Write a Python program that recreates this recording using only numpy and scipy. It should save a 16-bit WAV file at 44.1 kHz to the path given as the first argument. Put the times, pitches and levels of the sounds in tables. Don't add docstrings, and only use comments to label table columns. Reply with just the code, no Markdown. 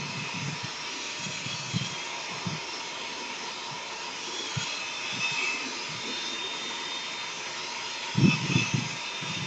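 import sys
import numpy as np
from scipy import signal
from scipy.fft import rfft, irfft
from scipy.io import wavfile
from scipy.ndimage import uniform_filter1d, map_coordinates

SR = 44100
rng = np.random.default_rng(int(sys.argv[2]) if len(sys.argv) > 2 else 0)


def persist_wave(psi):
    counts = np.round(np.clip(psi, -1, 1) * 32767).astype(np.int16)
    wavfile.write(sys.argv[1], SR, np.atleast_2d(counts).T)


N = 417186
T = np.arange(N) / SR
HZ = np.fft.rfftfreq(N, 1 / SR)

# time_s, pitch_hz
BLADE_PITCH = [(0, 3630), (.8, 3630), (1.6, 3619), (2.4, 3633), (3, 3630), (4.2, 3638), (5.3, 3624),
               (6, 3630), (6.5, 3640), (7.1, 3638), (8, 3646), (9.46, 3626)]
# time_s, level_db
BLADE_LEVEL = [(0, -55.5), (4.5, -54.5), (5.03, -50), (5.12, -44), (5.32, -40.5), (5.62, -66), (5.94, -58),
               (6.01, -41.5), (6.32, -39.3), (6.85, -42), (6.95, -37.5), (7.05, -44), (7.2, -42.5),
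               (7.7, -62), (8.9, -54), (9.02, -44), (9.3, -41.5), (9.46, -45)]
# shaft_multiple, level_db
MOTOR_TONES = [(2, -64), (5, -66), (7, -56.5), (12, -61), (28, -67)]

# start_s, hold_s, level_db
MIC_GUSTS = [(-.02, 0.055, -34.5), (.08, 0.087, -40.5), (.165, 0.016, -31), (.205, 0.02, -34),
             (.335, 0.12, -36.5), (.475, 0.027, -35), (.52, 0.02, -39), (.57, .015, -47), (.625, 0.03, -39),
             (.775, 0.016, -51), (1.19, 0.065, -45), (1.26, 0.028, -35), (1.32, 0.11, -45),
             (1.455, 0.013, -33.5), (1.51, 0.035, -38.5), (1.59, 0.11, -44), (1.735, 0.036, -32.5),
             (1.805, 0.02, -34), (1.85, .015, -38), (1.89, 0.042, -43), (2.3, 0.098, -45.5),
             (2.45, .1, -36), (3.705, 0.025, -45), (4.56, 0.07, -41.5), (5.12, 0.068, -38),
             (5.31, 0.016, -46), (5.89, 0.086, -44), (8.147, .03, -35), (8.172, 0.123, -25.2),
             (8.315, 0.015, -28), (8.365, 0.012, -29.5), (8.398, 0.063, -33), (8.488, 0.035, -28.5),
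             (8.55, 0.04, -25.5), (8.6, 0.035, -32), (8.675, .012, -35), (8.73, 0.032, -29),
             (8.775, 0.017, -27.5), (8.815, 0.042, -35.5), (8.89, .07, -42.5), (9.215, 0.041, -37),
             (9.28, .04, -40.5), (9.362, 0.024, -31.5), (9.415, 0.018, -33.5)]
# frequency_hz, relative_db
RUMBLE_SPECTRUM = [(25, -46), (55, -37), (90, -27), (110, -.5), (145, 2), (180, -2), (240, -12), (330, -25),
                   (500, -30), (1200, -63.5)]
# peak_s, level_db, pitch_hz
EDDY_THUMPS = [(1.765, -24, 130), (1.817, -24, 150), (2.473, -23, 146), (4.578, -19.5, 133),
               (8.186, -15.5, 165), (8.255, -9.5, 193), (8.281, -13, 220), (8.562, -14, 132),
               (8.748, -18, 149)]

# peak_s, length_s, level_db
HOLLOW_SWELLS = [(0.948, 0.35, -53.5), (2.7, 1.3, -55), (3.35, 0.61, -49.5), (4.3, 0.62, -51.5),
                 (5.62, 0.58, -49), (6.08, 0.12, -44.5), (6.55, 1.04, -51.5)]
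# pitch_hz, width_hz, relative_db
HOLLOW_MODES = [(258, 75, 0), (366, 60, 0.5), (448, 89, -3)]
# peak_s, length_s, level_db
SIZZLE_SWELLS = [(1.2, 0.77, -46.5), (1.72, 1, -47), (4.4, 0.61, -48.5), (4.66, 0.29, -45.5)]
# pitch_hz, width_hz, relative_db
SIZZLE_MODES = [(3300, 86, -1), (4085, 230, -1.5), (4610, 130, -8), (5700, 260, -3.5), (6630, 900, -1)]
# peak_s, length_s, level_db
TIPPING_SWELL = [(.78, 0.87, -47)]
# peak_s, length_s, pitch_hz, width_hz, level_db
EDGE_WHISTLES = [(0.879, 0.091, 2300, 60, -44), (1.39, 0.15, 2330, 70, -46), (1.523, .06, 3330, 50, -40),
                 (1.56, 0.28, 4490, 90, -45.5), (1.77, .09, 4050, 130, -40), (1.803, .15, 3170, 198, -38.5),
                 (1.943, .07, 3230, 60, -39), (2.721, 0.24, 5400, 400, -42.5),
                 (4.302, 0.35, 5620, 420, -46), (4.41, 0.19, 3380, 120, -40), (4.494, 0.066, 3290, 50, -42),
                 (4.578, 0.14, 1420, 140, -41.5), (4.575, 0.28, 6650, 250, -45),
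                 (4.714, 0.21, 3310, 70, -42.5), (4.734, 0.25, 4100, 150, -43.5),
                 (4.93, 0.19, 3510, 70, -42), (5.134, 0.17, 3400, 80, -45), (5.257, .14, 5160, 200, -40),
                 (5.22, 0.22, 6120, 250, -44), (5.435, .12, 2280, 50, -38.5),
                 (5.423, 0.17, 2590, 90.5, -38), (5.424, 0.7, 7380, 272, -53),
                 (5.725, 0.43, 4920, 220, -47), (6.15, .2, 4250, 90, -45), (8.28, .3, 5430, 230, -41.5),
                 (8.307, 0.13, 3470, 109.7, -40.5), (8.577, 0.1, 3470, 95, -31.5),
                 (8.605, 0.41, 6200, 400, -42.5)]

# peak_s, length_s, level_db
CARD_CUTS = [(.15, 0.8, -44.5), (1.45, 1.05, -46), (2.35, 0.63, -50.5), (4.77, 0.42, -41.5),
             (5.08, 0.26, -39), (5.237, 0.084, -28.5), (5.29, .14, -35.5), (5.44, 0.298, -32.5),
             (5.6, 0.203, -39.5), (8.3, 0.17, -30.5), (8.55, 0.13, -32.5), (8.625, 0.16, -32),
             (8.75, 0.27, -42), (8.9, 2.5, -46)]
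# pitch_hz, width_hz, relative_db
NOZZLE_SIDE_MODES = [(1243, 120, -13), (2194, 150, -18.5), (2520, 110, -7.5), (3024, 29, -19),
                     (5230, 130, -19.5), (5920, 230, -21)]

# time_s, level_db
JET_STRENGTH = [(0, -40), (.95, -39.5), (1.8, -40), (2.4, -39.5), (3.9, -41), (4.45, -40), (4.65, -37.5),
                (4.87, -39), (5.42, -36), (5.72, -38), (6.2, -37.5), (7.3, -39), (7.6, -38), (8.12, -39),
                (8.3, -36.5), (8.62, -35.5), (8.95, -39), (9.46, -37.5)]
# frequency_hz, relative_db
RUSH_SPECTRUM = [(30, -20), (100, -10), (170, -4.5), (260, 0.5), (370, -7.5), (470, -5), (560, -0.8),
                 (670, -2.3), (770, -10.5), (880, -2), (1120, -7.5), (1280, -8), (1500, -8), (2000, -12),
                 (4000, -14.5)]
# frequency_hz, relative_db
JET_SPECTRUM = [(300, -27), (1200, -12.5), (1750, -11), (2050, 1), (2450, 1.5), (2850, 0), (3200, -1),
                (3800, -5.5), (4200, -3.5), (4600, -9), (5200, -4), (5900, -6.5), (6400, -5.5),
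                (7200, -13.5), (7800, -20.5)]
# centre_hz, width_hz, lift_db
HOUSING_EQ = [(368, 45, 11.5), (443, 43, 8), (954, 91, 9), (1052, 28, 4), (1097, 40, -3.5), (1200, 34, 6.5),
              (1285, 9.8, 6.5), (1320, 18, 1.5), (1555, 50, -6.5), (1635, 64, 3.5), (2000, 74, 4.5),
              (2036, 56, -4.5), (2290, 42, -4), (2870, 90, -2.5), (2980, 40, -5.5), (3136, 57, -3),
              (3480, 36, 3), (4975, 230, 5)]
# time_s, lift_db
DUCT_NOTE_LIFT = [(0, 3), (.35, 1.5), (1.3, -4), (2.25, 4), (3, 2), (3.8, 4), (4.85, -1.2), (5.4, 0),
                  (5.85, -3), (6.5, -0.5), (8.6, 0.2), (9.1, -1.5)]


def amp(db):
    return 10 ** (np.asarray(db) / 20)


def unit_rms(x):
    return x / np.sqrt(np.mean(x ** 2) + 1e-20)


def curve(rows):
    return np.interp(T, *np.transpose(rows))


def spectrum_db(points):
    hz, db = np.transpose(points)
    return np.interp(np.log(HZ + 1), np.log(hz + 1), db)


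def above(hz, order=8):
    return 1 / (1 + (hz / (HZ + 1)) ** order)


def noise(gain):
    return unit_rms(irfft(rfft(rng.standard_normal(N)) * gain, N))


def drift(rate_hz):
    steps = T[::32]
    hz = np.fft.rfftfreq(len(steps), steps[1])
    spectrum = rfft(rng.standard_normal(len(steps))) / (1 + (hz / rate_hz) ** 2)
    return np.interp(T, steps, unit_rms(irfft(spectrum, len(steps))))


def steadied(x, amount):
    envelope = abs(signal.hilbert(x))
    return unit_rms(x / (envelope + 0.22) ** amount)


def glide(x, shift_hz):
    return (signal.hilbert(x) * np.exp(2j * np.pi * np.cumsum(shift_hz) / SR)).real


def swells(rows):
    gains = (amp(db) * np.cos(np.pi * np.clip((T - peak_s) / length_s, -.5, .5))
             for peak_s, length_s, db in rows)
    return np.sqrt(sum(gain ** 2 for gain in gains))


def bursts_db(rows, rise_s, fall_s, rest_db):
    power = np.full(N, amp(2 * rest_db))
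    for start_s, hold_s, db in rows:
        attack = np.clip((T - start_s) / rise_s, 0, 1)
        release = np.exp(-np.clip((T - start_s - hold_s) / fall_s, 0, 20))
        power += (amp(db) * attack * release) ** 2
    return 10 * np.log10(power)


def airy_tone(hz, width_hz, size=N):
    x = rng.standard_normal(size + SR // 4)
    for spread in (.7, 1.4):
        x = signal.lfilter(*signal.iirpeak(hz, hz / (spread * width_hz), fs=SR), x)
    return unit_rms(x[-size:])


def airy_chord(modes, sway_db=0):
    return sum(amp(db + sway_db * drift(6.7)) * airy_tone(hz, width_hz) for hz, width_hz, db in modes)


def room(x, wet_db=-10, t60_s=0.12, positions=15):
    t = np.arange(SR // 8) / SR
    decay = amp(-60 * t / t60_s) * (t > .002)
    travel = T / T[-1] * (positions - 1)
    echoes = np.zeros(N)
    for position in range(positions):
        taps = rng.standard_normal(len(t)) * (rng.random(len(t)) < 2000 / SR) * decay
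        crossfade = np.cos(np.pi / 2 * np.clip(travel - position, -1, 1))
        echoes += signal.oaconvolve(x * crossfade, taps / np.linalg.norm(taps))[:N]
    return (x + amp(wet_db) * echoes) / np.sqrt(1 + amp(2 * wet_db))


def fan_whine(blades=14):
    shaft_hz = curve(BLADE_PITCH) / blades * (1 + 0.0013 * drift(27))
    angle = 2 * np.pi * np.cumsum(shaft_hz) / SR
    waver_db = 2.0 * drift(30) + 1.6 * drift(150)
    whine = amp(curve(BLADE_LEVEL) + waver_db) * np.sin(blades * angle)
    motor = sum(amp(db + 2.8 * drift(14)) * np.sin(multiple * angle) for multiple, db in MOTOR_TONES)
    return np.sqrt(2) * (whine + motor)


def mic_buffeting():
    sputter_db = 3.8 * np.tanh(drift(45))
    gust_db = bursts_db(MIC_GUSTS, rise_s=0.0074, fall_s=0.023, rest_db=-60) + sputter_db
    gate = 1 / (1 + amp(2 * (-57 - gust_db)))
    rumble = steadied(noise(amp(spectrum_db(RUMBLE_SPECTRUM))), 0.28) * amp(gust_db) * gate
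    flutter_band = 1 / (1 + ((HZ - 265) / 100) ** 4)
    flutter = steadied(noise(flutter_band), 1.0) * amp(1.85 * gust_db + 16)
    wind = rumble + flutter
    for peak_s, db, hz in EDDY_THUMPS:
        half_length_s = 2.24 / hz
        near = abs(T - peak_s) < half_length_s
        t = T[near] - peak_s
        envelope = np.cos(np.pi * t / half_length_s / 2) ** 4
        wind[near] += amp(db) * envelope * np.cos(2 * np.pi * hz * t)
    return irfft(rfft(wind) * np.sqrt(above(97, order=7)), N)


def edge_tones(hollow_sway_hz=16, climb_hz_per_s=1150):
    hollow = glide(airy_chord(HOLLOW_MODES, sway_db=3), hollow_sway_hz * drift(3))
    sizzle = airy_chord(SIZZLE_MODES, sway_db=1.5)
    climb_hz = climb_hz_per_s * (T - TIPPING_SWELL[0][0])
    climbing_hiss = glide(airy_tone(hz=5500, width_hz=260), climb_hz)
    tones = swells(HOLLOW_SWELLS) * hollow + swells(SIZZLE_SWELLS) * sizzle
    tones += swells(TIPPING_SWELL) * climbing_hiss
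    for peak_s, length_s, hz, width_hz, db in EDGE_WHISTLES:
        near = abs(T - peak_s) < length_s / 2
        whistle = airy_tone(hz, width_hz, size=SR)[:near.sum()]
        tones[near] += amp(db) * np.cos(np.pi * (T[near] - peak_s) / length_s) * whistle
    flicker = unit_rms(amp(2.2 * drift(20)))
    return flicker * tones


def nozzle_song(idle_db=-53.5, bend_hz=56, half_bend_db=-36, waver_hz=14):
    cut = swells(CARD_CUTS)
    shift_hz = bend_hz * cut / (cut + amp(half_bend_db)) + waver_hz * drift(11.96)
    note = steadied(airy_tone(hz=2570, width_hz=34), 0.85)
    lead = np.hypot(cut, amp(idle_db)) * glide(note, shift_hz)
    side_modes = cut * airy_chord(NOZZLE_SIDE_MODES)
    flicker = unit_rms(amp(1.9 * drift(35)))
    return flicker * (lead + side_modes)


def card_echo(x, echo_db=-15, mean_delay_s=.0018, sway=.13):
    delay_s = mean_delay_s * (1 + sway * drift(0.93))
    treble = irfft(rfft(x) * above(2100), N)
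    return x + amp(echo_db) * map_coordinates(treble, [(T - delay_s) * SR], order=3)


def jet_flapping(x, depth_db=1.77):
    framing = dict(fs=SR, nperseg=512, noverlap=384)
    hz, _, frames = signal.stft(x, **framing)
    patches = rng.standard_normal(frames.shape)
    for axis, cells in [(0, 3), (0, 4), (1, 24), (1, 36)]:
        patches = uniform_filter1d(patches, cells, axis)
    reach = np.interp(hz, [1100, 2200], [.3, 1])[:, None]
    frames *= amp(depth_db * reach * unit_rms(patches))
    return signal.istft(frames, **framing)[1][:N]


def air_rush(usual_flow_db=-39):
    housing_db = sum(db / (1 + (2 * (HZ - hz) / width_hz) ** 2) for hz, width_hz, db in HOUSING_EQ)
    duct, mids, hiss = (above(hz, order=16) for hz in (707, 1148, 1980))
    spray = above(4480)
    flow_db = curve(JET_STRENGTH) - usual_flow_db

    def band(spectrum, share, usual_db, follow):
        level_db = usual_db + follow * flow_db + .5 * drift(32)
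        return noise(amp(spectrum_db(spectrum) + housing_db) * np.sqrt(share)) * amp(level_db)

    return (band(RUSH_SPECTRUM, duct * (1 - mids), usual_db=-45 + curve(DUCT_NOTE_LIFT), follow=0.83)
            + band(RUSH_SPECTRUM, mids * (1 - hiss), usual_db=-46.5, follow=0.35)
            + band(JET_SPECTRUM, hiss * (1 - spray), usual_db=-39.5, follow=1)
            + band(JET_SPECTRUM, spray, usual_db=-43, follow=0.57)
            + band(RUSH_SPECTRUM, 1 - duct, usual_db=-49, follow=0.19))


def scene():
    air = room(card_echo(jet_flapping(air_rush())))
    mono = air + fan_whine() + nozzle_song() + edge_tones() + mic_buffeting()
    return np.array([mono, mono])


def record(dry):
    treble_db = np.interp(HZ, [7600, 8100, 8900], [0, -10, -17])
    coloured = irfft(rfft(dry) * amp(treble_db), N)
    high_cut = signal.firwin(511, 9100, window=("kaiser", 9), fs=SR)
    return signal.oaconvolve(coloured, high_cut[None], "same")


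dry = scene()
out = record(dry)
persist_wave(out)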